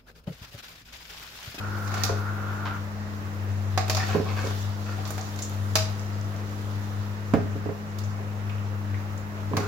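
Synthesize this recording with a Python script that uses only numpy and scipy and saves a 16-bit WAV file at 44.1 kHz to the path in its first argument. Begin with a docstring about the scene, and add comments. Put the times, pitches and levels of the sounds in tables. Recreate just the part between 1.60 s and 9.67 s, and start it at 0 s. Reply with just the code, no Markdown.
"""A metal skimmer clinks and slides on a pan as fried slices are lifted out, in a tiled kitchen.
Clinks and drags ring damped modes; a wire basket, near the right microphone, bumps the counter's modes.
Crisp slices tick as short tuned noise bursts and rustle as a cloud of small random clicks.
Behind them a gas flame roars as resonant noise until its knob is turned, and an extractor fan hums
as wavering sine lines over coloured air noise; feedback delays give the room."""
import sys
import numpy as np
from scipy import signal
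from scipy.fft import rfft, irfft, next_fast_len
from scipy.io import wavfile

SR = 44100
rng = np.random.default_rng(int(sys.argv[2]) if len(sys.argv) > 2 else 0)


def materialize(psi):
    """Save the field psi as 16-bit PCM at rate SR to the path in sys.argv[1].

    A 1-D psi becomes a single channel; in a 2-D psi each row is a channel.
    """
    bounded = np.clip(np.atleast_2d(psi).T, -1, 1)
    quanta = np.round(bounded * 32767).astype(np.int16)
    wavfile.write(sys.argv[1], SR, quanta)


N = 355887

# Skimmer striking the pan, and at 3.475 and 3.505 s two bright ticks rung the same way: t/s, treble level/dB,
# body level/dB, top level/dB
CLINKS = [(0.2754, -36, -37, -52), (0.3171, -38, -42, -59), (0.3405, -33, -32.5, -41),
          (0.3769, -34, -38, -52), (0.4355, -18, -34, -26.5), (2.1761, -21, -21, -36),
          (2.2802, -36, -33, -40), (2.2977, -19.5, -24.5, -29.5), (2.348, -23, -33, -36),
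          (2.3689, -23.5, -25, -39), (3.4527, -33, -41, -56), (3.475, -40, -50, -42),
          (3.505, -47, -36, -34.5), (3.5797, -36.5, -34, -44), (3.7897, -33, -41, -44),
          (4.155, -12, -20, -23), (5.7374, -38.5, -23.5, -45), (6.3863, -36, -74, -43),
          (7.9683, -26, -24, -34)]
# Modes of the oil-damped pan: f/Hz, level/dB, t60/s
PAN_MODES = [(455, -9, .12), (641, -4, .16), (750, 3, .085), (815, -5, .12), (1105, -4, .12),
             (1220, -4, .08), (1290, -7, .08), (1525, -4, .055), (1830, -8, .07), (2390, -4, .06),
             (2600, -6, .06), (3025, -7, .07), (3550, -2, .1), (3605, -4, .11), (3890, -7, .08),
             (4425, -4, .1), (4750, -5, .08), (5035, -2, .11), (5160, -6, .08), (5540, -6, .1),
             (5915, -7, .11), (6235, -4, .1), (6710, -4, .1), (7100, -6, .1), (7455, -6, .1),
             (11680, -4, .08), (12900, -7, .06), (13890, -5, .06)]
# Skimmer dragged along the pan: start t/s, length/s, level/dB, pitch the contact favours f/Hz
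SCRAPES = [(0.312, 0.14, -39.5, 1900), (2.381, 0.063, -34, 1830), (2.46, .11, -35.5, 1598),
           (2.644, 0.13, -40, 1080), (2.758, 0.15, -38.5, 1600), (3.259, 0.074, -43, 1370),
           (3.363, 0.034, -42, 770), (3.452, 0.03, -42.5, 1110), (7.975, .1, -41.5, 1400)]
# Modes of the skimmer bowl pressed on the pan wall: f/Hz, level/dB, t60/s
BOWL_MODES = [(780, 2.5, 0.042), (1130, 7, 0.014), (1394, 5.5, 0.012), (1593, 2, 0.0095), (1812, -4, 0.03),
              (2220, 4.5, 0.014), (2550, 4, 0.011), (3380, 1, 0.0043), (4420, 4.5, 0.0073)]
# Basket on the counter: t/s, level/dB, brightness/dB, left-right/dB, pitch the spot favours f/Hz
BUMPS = [(0.492, -17.5, -3, 0, 520), (0.516, -21.5, -15, 0, 550), (2.548, -11, -10, -6.5, 440),
         (2.559, -18, -20, -3, 170), (2.597, -17.5, -15, -5, 410), (2.839, -22, -15, -8, 414),
         (2.863, -23, -7, -3, 406.8), (5.735, -4.5, -11.5, -6.5, 282), (5.751, -9.5, -19, -4, 125),
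         (5.954, -22.5, -26, -6, 296), (6.056, -21.5, -23, -11, 331), (6.088, -21, -18, -6, 382),
         (6.597, -31.5, -21, -3, 452.6), (7.911, -22.5, -14, -6, 350), (7.933, -16.5, -5.5, -5, 298.5),
         (7.971, -16, -2.5, -1, 314), (7.99, -21.5, -22, -2, 322), (8.003, -22, -21, 1, 350.3),
         (8.03, -23, -8, -1, 350)]
# Modes of the counter top: f/Hz, level/dB, t60/s
COUNTER_MODES = [(113.7, -9, 0.2), (172.5, 2, 0.14), (242.6, 0.5, 0.073), (291, 1.5, 0.14),
                 (362, -11.5, 0.089), (411.3, 2, 0.28), (440.5, 3.5, 0.16), (543, -10, 0.13), (546, 3, 0.2),
                 (690, 8, 0.076), (848, -0.5, 0.16), (1043, 21.5, 0.022), (1280, 3, 0.039),
                 (1600, -12, .03), (2010, -11, .03)]
# Crisp slices and oil drops ticking: t/s, peak level/dB, f/Hz, t60/s
TICKS = [(2.871, -27, 5500, .03), (3.6112, -28, 6460, 0.033), (3.64, -36, 6800, .03),
         (3.76, -32, 6700, .03), (3.8214, -22.5, 6950, 0.11), (3.849, -33, 6630, .03),
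         (3.895, -25, 11900, .025), (4.395, -30, 5980, .012), (4.467, -37, 5970, 0.017),
         (4.612, -35, 5580, .018), (4.648, -37, 6000, .015), (4.763, -35, 5700, .015),
         (6.437, -37, 6190, .1), (6.8952, -32, 2650, 0.075), (6.981, -38, 2747, .06),
         (7.3432, -30.5, 2050, .06), (7.5765, -35, 7130, .045)]
# Crisp rustle of slices on the move: t/s, level/dB
STIR = [(0.0, -51), (0.27, -48.5), (0.42, -41.5), (0.63, -52.5), (1.5, -56), (2.2, -54.5), (2.36, -42),
        (2.5, -40), (2.66, -47.5), (2.87, -38.5), (3.09, -50), (3.5, -46), (3.84, -48), (4.28, -48),
        (4.65, -53), (5.15, -49), (6.25, -62.5), (7.87, -59.5), (8.07, -48)]
# Spectrum of the rustle: f/Hz, relative level/dB per Hz
RUSTLE_SPECTRUM = [(1500, -3), (2500, -22), (3500, 3.5), (5000, -2.5), (6500, -2), (9000, -7.5),
                   (12000, 4.5), (16000, -10)]
# Gas knob turned: t/s, level/dB, left-right/dB, decay time/s
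KNOB_TURN = [(1.055, -24, -1, 0.027)]
# Burner resonances: f/Hz, nominal width/Hz, level/dB
BURNER = [(1392, 105, 5), (1210, 160, -5), (13000, 3600, -10)]
# Fan motor hum: t/s, f/Hz, level/dB
HUM = [(0.0, 99.7, -33), (0.62, 99.9, -29.5), (0.8, 100, -30.5), (1.37, 98.8, -37), (1.76, 97.2, -33),
       (1.98, 97.9, -27.5), (2.85, 98.4, -28.5), (3.1, 99.7, -32.5), (3.58, 98.7, -32.5), (3.68, 99.1, -36),
       (3.78, 98.1, -34.5), (4.22, 99.5, -27.5), (4.43, 99.9, -34), (4.6, 100.3, -28.5),
       (4.76, 100.3, -34.5), (5.41, 100.8, -32), (5.6, 101, -35), (5.8, 99.4, -28.5), (6.2, 100.2, -39.5),
       (6.43, 100.3, -30.5), (6.66, 100.8, -33.5), (6.95, 100.8, -30.5), (7.4, 98.9, -31.5),
       (7.66, 99, -34.5), (8.07, 100.5, -33)]
# Steadier fan lines: f/Hz, level/dB, left-right/dB, waver/dB
FAN_LINES = [(208, -41.5, 2.0, .7), (156, -55, 2.0, 1.5), (299, -53, 0, 2.5), (63, -56, 4.0, 2),
             (343, -58, 0, 2.5)]
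# Spectrum of fan air and faint sizzle: f/Hz, relative level/dB per Hz
AIR_SPECTRUM = [(20, -18), (40, -17), (62, 10.5), (100, -15), (150, 4.5), (200, -2.5), (300, -4),
                (450, -1.5), (800, -3.5), (1400, -4), (2200, -12), (3500, -20.5), (7000, -23), (9500, -25),
                (13000, -20), (16000, -17.5)]
# Likeness of the two microphones in coloured noise: f/Hz, likeness (1 same, 0 unrelated)
LIKENESS = [(60, 1), (150, 0.3), (380, 1), (950, -0.11), (2380, -0.14), (5980, 0.022), (15000, -0.11)]
# Side balance of coloured noise: f/Hz, left-right/dB
TILT = [(60, 8), (150, -2), (380, -1), (950, -4), (2380, 0), (5980, -1), (15000, -0.5)]
# Treble difference of the two microphones: f/Hz, left-right/dB
MIC_BALANCE = [(2700, 0), (4200, 0), (6400, -2.5), (8800, 6.5), (10500, 2.5), (12500, -1.5), (15000, -3.5)]

CLINK_PAN_DB, CHATTER_S = -2.5, 0.0098
MIDDLE_DROP_DB = 8   # the middle range lies this far under the mean of body and treble
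CRACK_S, CRACK_DB = 0.00055, 2.5   # first touch of metal on metal, above the mean of treble and top
SCRAPE_RISE_S, SCRAPE_FALL_S = 0.026, 0.035
SCRAPE_JUDDER_DB, SCRAPE_JUDDER_HZ = 2.5, 30
FAVOUR_DB, FAVOUR_OCTAVES = 13.5, 0.087   # lift of bowl modes near the favoured pitch
SETTLE_S = 0.019   # wires of the basket settling
SPOT_DB_PER_OCTAVE = 12   # counter modes fall off on both sides of the favoured pitch
FLAME_DB, FLAME_OFF_S, FLAME_DIES_DB_PER_S = -37.5, 1.18, 500
HUM_PAN_DB, HUM_LEFT_PHASE_RAD = 5.5, -0.42
HUM_WAVER_DB, HUM_WAVER_RATE_HZ, HUM_WANDER_HZ = 1.5, 8.9, 0.34
AIR_DB = -40.5
KITCHEN_T60_S, WALL_CUT_HZ = 0.44, 18000
MIC_SHELF_HZ, MIC_SHELF_DB, MIC_LOW_HZ, MIC_TOP_HZ = 7630, -9, 45.3, 16300


def skimmer():
    """Metal on metal: clinks ring the pan under a noisy wire-mesh chatter; drags ring the bowl."""
    return add_scrapes(clinks())


def clinks():
    """Each blow rings the pan's modes, with a chatter of wire mesh and a crack at first touch."""
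    s, treble_db, body_db, top_db = np.transpose(CLINKS)
    middle_db = (body_db + treble_db) / 2 - MIDDLE_DROP_DB
    alike = np.ones(len(s))
    pan_db = CLINK_PAN_DB * alike

    def level(hz):
        """Blow levels in the range that holds this mode."""
        if hz < 1900:
            return body_db - 5.5
        if hz < 3400:
            return middle_db - 12.5
        if hz < 8500:
            return treble_db - 20.0
        return top_db - 0.5

    out = strike(s, level, CLINK_PAN_DB, PAN_MODES, contact_s=1e-5, lag=4, scatter_db=4.0)
    chatter = [(570, 1600, body_db - 3.5, 0.62), (2010, 2770, middle_db - 0.1, 4.28),
               (3450, 6600, treble_db - 4.5, 7.0), (7450, 21700, top_db + 8.0, 6.6)]
    for low, high, db, unlike in chatter:
        out += band_noise(low, high, unlike, bursts(s, db, pan_db, CHATTER_S * alike))
    crack = bursts(s, (treble_db + top_db) / 2 + CRACK_DB, pan_db, CRACK_S * alike)
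    return out + band_noise(3100, 17000, 1.9, crack)


def add_scrapes(out):
    """Dragging feeds the bowl's modes with dense clicks; each contact favours its own pitch."""
    rub = grains(1200, 3, N) + grains(1200, 3, (2, N))
    # the contact wanders, so each mode swells and fades on its own
    modes = np.array([from_db(db + 3 * drift(12)) * ring(rub, hz, t60) for hz, db, t60 in BOWL_MODES])
    judder = from_db(SCRAPE_JUDDER_DB * drift(SCRAPE_JUDDER_HZ))
    mode_hz = np.array(BOWL_MODES)[:, 0]
    for start, length, drag_db, favour_hz in SCRAPES:
        near = np.exp(-(np.log2(mode_hz / favour_hz) / FAVOUR_OCTAVES) ** 2)
        pressure = from_db(drag_db) * stroke(start, length) * judder
        on = pressure > 0
        rubbed = np.tensordot(from_db(FAVOUR_DB * near), modes[:, :, on], 1)
        out[:, on] += pressure[on] * rms_one(rubbed)
    return out


def stroke(start, length):
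    """Envelope of one drag: swells, holds, lets go."""
    t = np.arange(N) / SR - start
    rise = t / SCRAPE_RISE_S + .5
    fall = 1 - (t - length) / SCRAPE_FALL_S
    return np.clip(np.minimum(rise, fall), 0, 1) ** 2


def basket():
    """Dull bumps ring the counter, with a rumble of settling wires; the left microphone is farther."""
    s, peak_db, bright_db, pan_db, spot_hz = np.transpose(BUMPS)
    settle_s = np.full(len(s), SETTLE_S)
    s = s + 0.0014   # the rubbery feet of wire yield before the counter rings

    def spot(hz):
        """Loss in dB away from the pitch favoured by the spot that is hit."""
        return -SPOT_DB_PER_OCTAVE * np.abs(np.log2(hz / spot_hz))

    def level(hz):
        """Bump levels for one counter mode."""
        return peak_db - 8 + (bright_db - 1.5 if hz > 900 else spot(hz))

    out = strike(s, level, pan_db, COUNTER_MODES, contact_s=0.00054, lag=8, scatter_db=1.5)
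    for low, high in [(148, 330), (330, 676)]:
        rumble_db = peak_db - 14.5 + spot(np.sqrt(low * high))
        out += band_noise(low, high, 0.67, bursts(s, rumble_db, pan_db, settle_s))
    rattle = bursts(s, peak_db + bright_db - 19.5, pan_db, 0.83 * settle_s)
    out += band_noise(820, 2370, 0.87, rattle)
    # the counter sheds no deep bass
    return signal.sosfilt(signal.butter(5, 68, "high", fs=SR, output="sos"), out)


def slices(rustle_db):
    """Single ticks ring briefly at their own pitch; the rustle is a cloud of small snaps."""
    out = np.zeros((2, N + SR))
    span = np.arange(SR // 10)
    for s, peak_db, hz, t60 in TICKS:
        snap = rng.standard_normal((2, len(span))) * from_db(-60 * span / SR / t60)
        edge = np.diff(snap, prepend=0)
        # two heavily damped resonances tune the noise
        tick = ring(ring(edge, hz, 9.8 / hz), hz, 4.0 / hz) + 0.78 * edge
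        out[:, round(s * SR) + span] += from_db(peak_db) * tick / np.abs(tick).max()
    cloud = grains(4000, 3.6, (2, 2, N))
    return out[:, :N] + from_db(rustle_db) * coloured(cloud, RUSTLE_SPECTRUM, patchy_db=2.3)


def knob():
    """A short grainy scuff with a hollow plastic body: two bands of noise under one rough decay."""
    grain = from_db(2.7 * drift(135)) * bursts(*np.transpose(KNOB_TURN))
    scuff = from_db(-12.5) * band_noise(1250, 3400, 1.0, grain)
    return scuff + from_db(-9.0) * band_noise(760, 1360, 0.58, grain)


def flame():
    """Gas jet noise in the burner's resonances, fluttering slightly, fading fast once shut off."""
    noise = rng.standard_normal(N) + 1.3 * rng.standard_normal((2, N))
    roar = sum(from_db(db) * rms_one(ring(noise, hz, 2.0 / width)) for hz, width, db in BURNER)
    dying_db = FLAME_DIES_DB_PER_S * np.maximum(np.arange(N) / SR - FLAME_OFF_S, 0)
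    return from_db(FLAME_DB - np.minimum(dying_db, 200) + 1.04 * drift(12)) * rms_one(roar)


def fan():
    """Motor lines over broad air noise; the strongest line wavers in level and pitch."""
    hz, hum_db = in_time(HUM)
    turn = 2 * np.pi * np.cumsum(hz + HUM_WANDER_HZ * drift(HUM_WAVER_RATE_HZ)) / SR
    hum = from_db(hum_db + HUM_WAVER_DB * drift(HUM_WAVER_RATE_HZ))
    out = hum * sides(HUM_PAN_DB)[:, None] * np.sin(turn + np.array([[HUM_LEFT_PHASE_RAD], [0]]))
    for line_hz, line_db, pan_db, waver_db in FAN_LINES:
        phase = 2 * np.pi * line_hz * np.arange(N) / SR + 0.14 * drift(15.0)
        gain = from_db(line_db + waver_db * drift(2.4)) * sides(pan_db)[:, None]
        out += gain * np.sin(phase + np.array([[-.22], [0]]))
    air = coloured(rng.standard_normal((2, 2, N)), AIR_SPECTRUM, patchy_db=1.1)
    return np.sqrt(2) * out + from_db(AIR_DB) * air   # root 2 turns rms into sine height


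def kitchen(x):
    """Room reflections: eight feedback delays a side, duller on every round."""
    size = next_fast_len(N + SR)
    w = 2 * np.pi * np.arange(size // 2 + 1) / size
    dull = 1 / (1 + 1j * w * SR / (2 * np.pi * WALL_CUT_HZ))
    tail = np.zeros((2, len(w)), complex)
    for k, lag in enumerate(rng.uniform(.011, .035, 16) * SR):
        loop = from_db(-60 * lag / SR / KITCHEN_T60_S) * dull * np.exp(-1j * w * round(lag))
        tail[k % 2] += loop / (1 - loop) * (-1) ** (k // 2)
    return irfft(tail * rfft(x, size), size)[:, :N]


def strike(times, level_db, pan_db, modes, contact_s, lag, scatter_db):
    """Each blow is a short push into every mode; level_db(hz) gives the blows' levels.
    Strength scatters by mode and side; the higher the mode, the more often the right side flips sign."""
    at = np.round(np.array(times) * SR).astype(int)
    out = np.zeros((2, N))
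    soft = np.exp(-1 / (contact_s * SR))
    for hz, mode_db, t60 in modes:
        force, draw = np.zeros((2, N + SR)), rng.standard_normal((len(at), 4))
        blow_db = level_db(hz) + mode_db + scatter_db * draw[:, 0]
        gain = from_db(blow_db) * sides(pan_db + scatter_db * draw[:, 1])
        # waves arrive by different paths
        late = at + np.round(np.abs(draw[:, 3]) * .2 * SR / hz).astype(int)
        force[0, late + lag] = gain[0]   # the left microphone hears it lag samples later
        force[1, late] = gain[1] * np.where(draw[:, 2] > 1200 / hz - .3, -1, 1)
        out += ring(force[:, :N], hz, t60)
    return signal.lfilter([1 - soft], [1, -soft], out)


def ring(clicks, hz, t60):
    """A damped resonance: a unit click sets a sine of height 1 ringing."""
    r, w = from_db(-60 / (t60 * SR)), 2 * np.pi * hz / SR
    return signal.lfilter([0, np.sin(w)], [1, -2 * r * np.cos(w), r * r], clicks + 1e-18)


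def bursts(times, level_db, pan_db, length_s):
    """Stereo envelope of sudden starts that die away exponentially."""
    out, span = np.zeros((2, N + SR)), np.arange(SR // 8)
    for s, db, pan, length in zip(times, level_db, pan_db, length_s):
        decay = np.exp(-span / SR / length)
        out[:, round(s * SR) + span] += from_db(db) * sides(pan)[:, None] * decay
    return out[:, :N]


def band_noise(low, high, unlike, envelope):
    """Noise of about rms 1 in a band, partly common to both sides, under an envelope."""
    noise = rms_one(rng.standard_normal(N) + unlike * rng.standard_normal((2, N)))
    noise = noise / np.sqrt((high - low) / SR * 2)
    band = signal.butter(2, [low, high], "band", fs=SR, output="sos")
    return signal.sosfilt(band, noise * envelope + 1e-18)


def grains(per_s, spread_db, shape):
    """Random clicks of very uneven size."""
    sizes = from_db(spread_db * np.minimum(rng.exponential(1, shape), 5)) * rng.choice([-1, 1], shape)
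    return sizes * (rng.random(shape) < per_s / SR)


def coloured(source, spectrum, patchy_db):
    """Half-octave bands of a (draw, mid/side, time) source, each with level, flicker, likeness; rms 1."""
    out, together = 0, drift(1.5)
    edges = 22 * 2 ** np.arange(0, 10, .5)
    for k, (low, high) in enumerate(zip(edges, np.append(edges[1:], 19000))):
        hz = np.sqrt(low * high)
        if hz <= spectrum[0][0]:
            continue
        band = signal.butter(2, [low, high], "band", fs=SR, output="sos")
        mid, side = signal.sosfilt(band, source[k % 2])   # neighbouring bands use different draws
        alike = np.clip(at_hz(LIKENESS, hz), -1, 1)
        flicker_db = patchy_db * (0.24 * together + drift(11.0))
        gain = from_db(at_hz(spectrum, hz) + flicker_db) * sides(at_hz(TILT, hz))[:, None]
        out = out + gain * (np.sqrt(1 + alike) * mid + np.sqrt(1 - alike) * side * [[1], [-1]])
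    return rms_one(out)


def drift(rate):
    """Slow chance: noise through a double one-pole low-pass at rate Hz; rms about 1."""
    r = np.exp(-80 * np.pi * rate / SR)   # one step every 40 samples
    noise = rng.standard_normal(N // 40 + 2002)
    slow = signal.lfilter([1], [1, -2 * r, r * r], noise)[2000:]
    return np.interp(np.arange(N) / 40, np.arange(len(slow)), rms_one(slow))


def from_db(db):
    """Amplitude gain of a level in dB."""
    return 10 ** (np.asarray(db) / 20)


def rms_one(x):
    """Scale to rms 1 over all channels."""
    return x / np.sqrt(np.mean(x ** 2) + 1e-20)


def sides(pan_db):
    """Left and right gains of a level difference."""
    return from_db(np.multiply.outer([.5, -.5], pan_db))


def in_time(rows):
    """Draw each column of a timed table as a line through its points."""
    s, *columns = np.transpose(rows)
    return [np.interp(np.arange(N) / SR, s, c) for c in columns]


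def at_hz(points, hz):
    """Read a table at a frequency, on a logarithmic pitch axis."""
    return np.interp(np.log(hz), np.log(np.array(points)[:, 0]), np.array(points)[:, 1])


def scene():
    """Close sources dry and through the room; fan and flame without added room."""
    bright = skimmer() + slices(*in_time(STIR)) + knob()
    bumps = basket()
    room = kitchen(from_db(-13.5) * bright + from_db(-18.0) * bumps)
    return bright + bumps + room + fan() + flame()


def record(dry):
    """Two microphones lose deep bass and step down in the treble, each its own way; the top is cut."""
    size = next_fast_len(N + SR // 10)
    hz = np.arange(size // 2 + 1) * SR / size
    step = from_db(MIC_SHELF_DB * (.5 + .5 * np.tanh((hz - MIC_SHELF_HZ) / 300)))
    step = step * sides(at_hz(MIC_BALANCE, hz + 1))
    heard = irfft(rfft(dry, size) * step, size)[:, :N]
    heard = signal.sosfilt(signal.butter(2, MIC_LOW_HZ, "high", fs=SR, output="sos"), heard)
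    return signal.sosfilt(signal.cheby2(20, 60, MIC_TOP_HZ, fs=SR, output="sos"), heard)


dry = scene()
out = record(dry)
materialize(out)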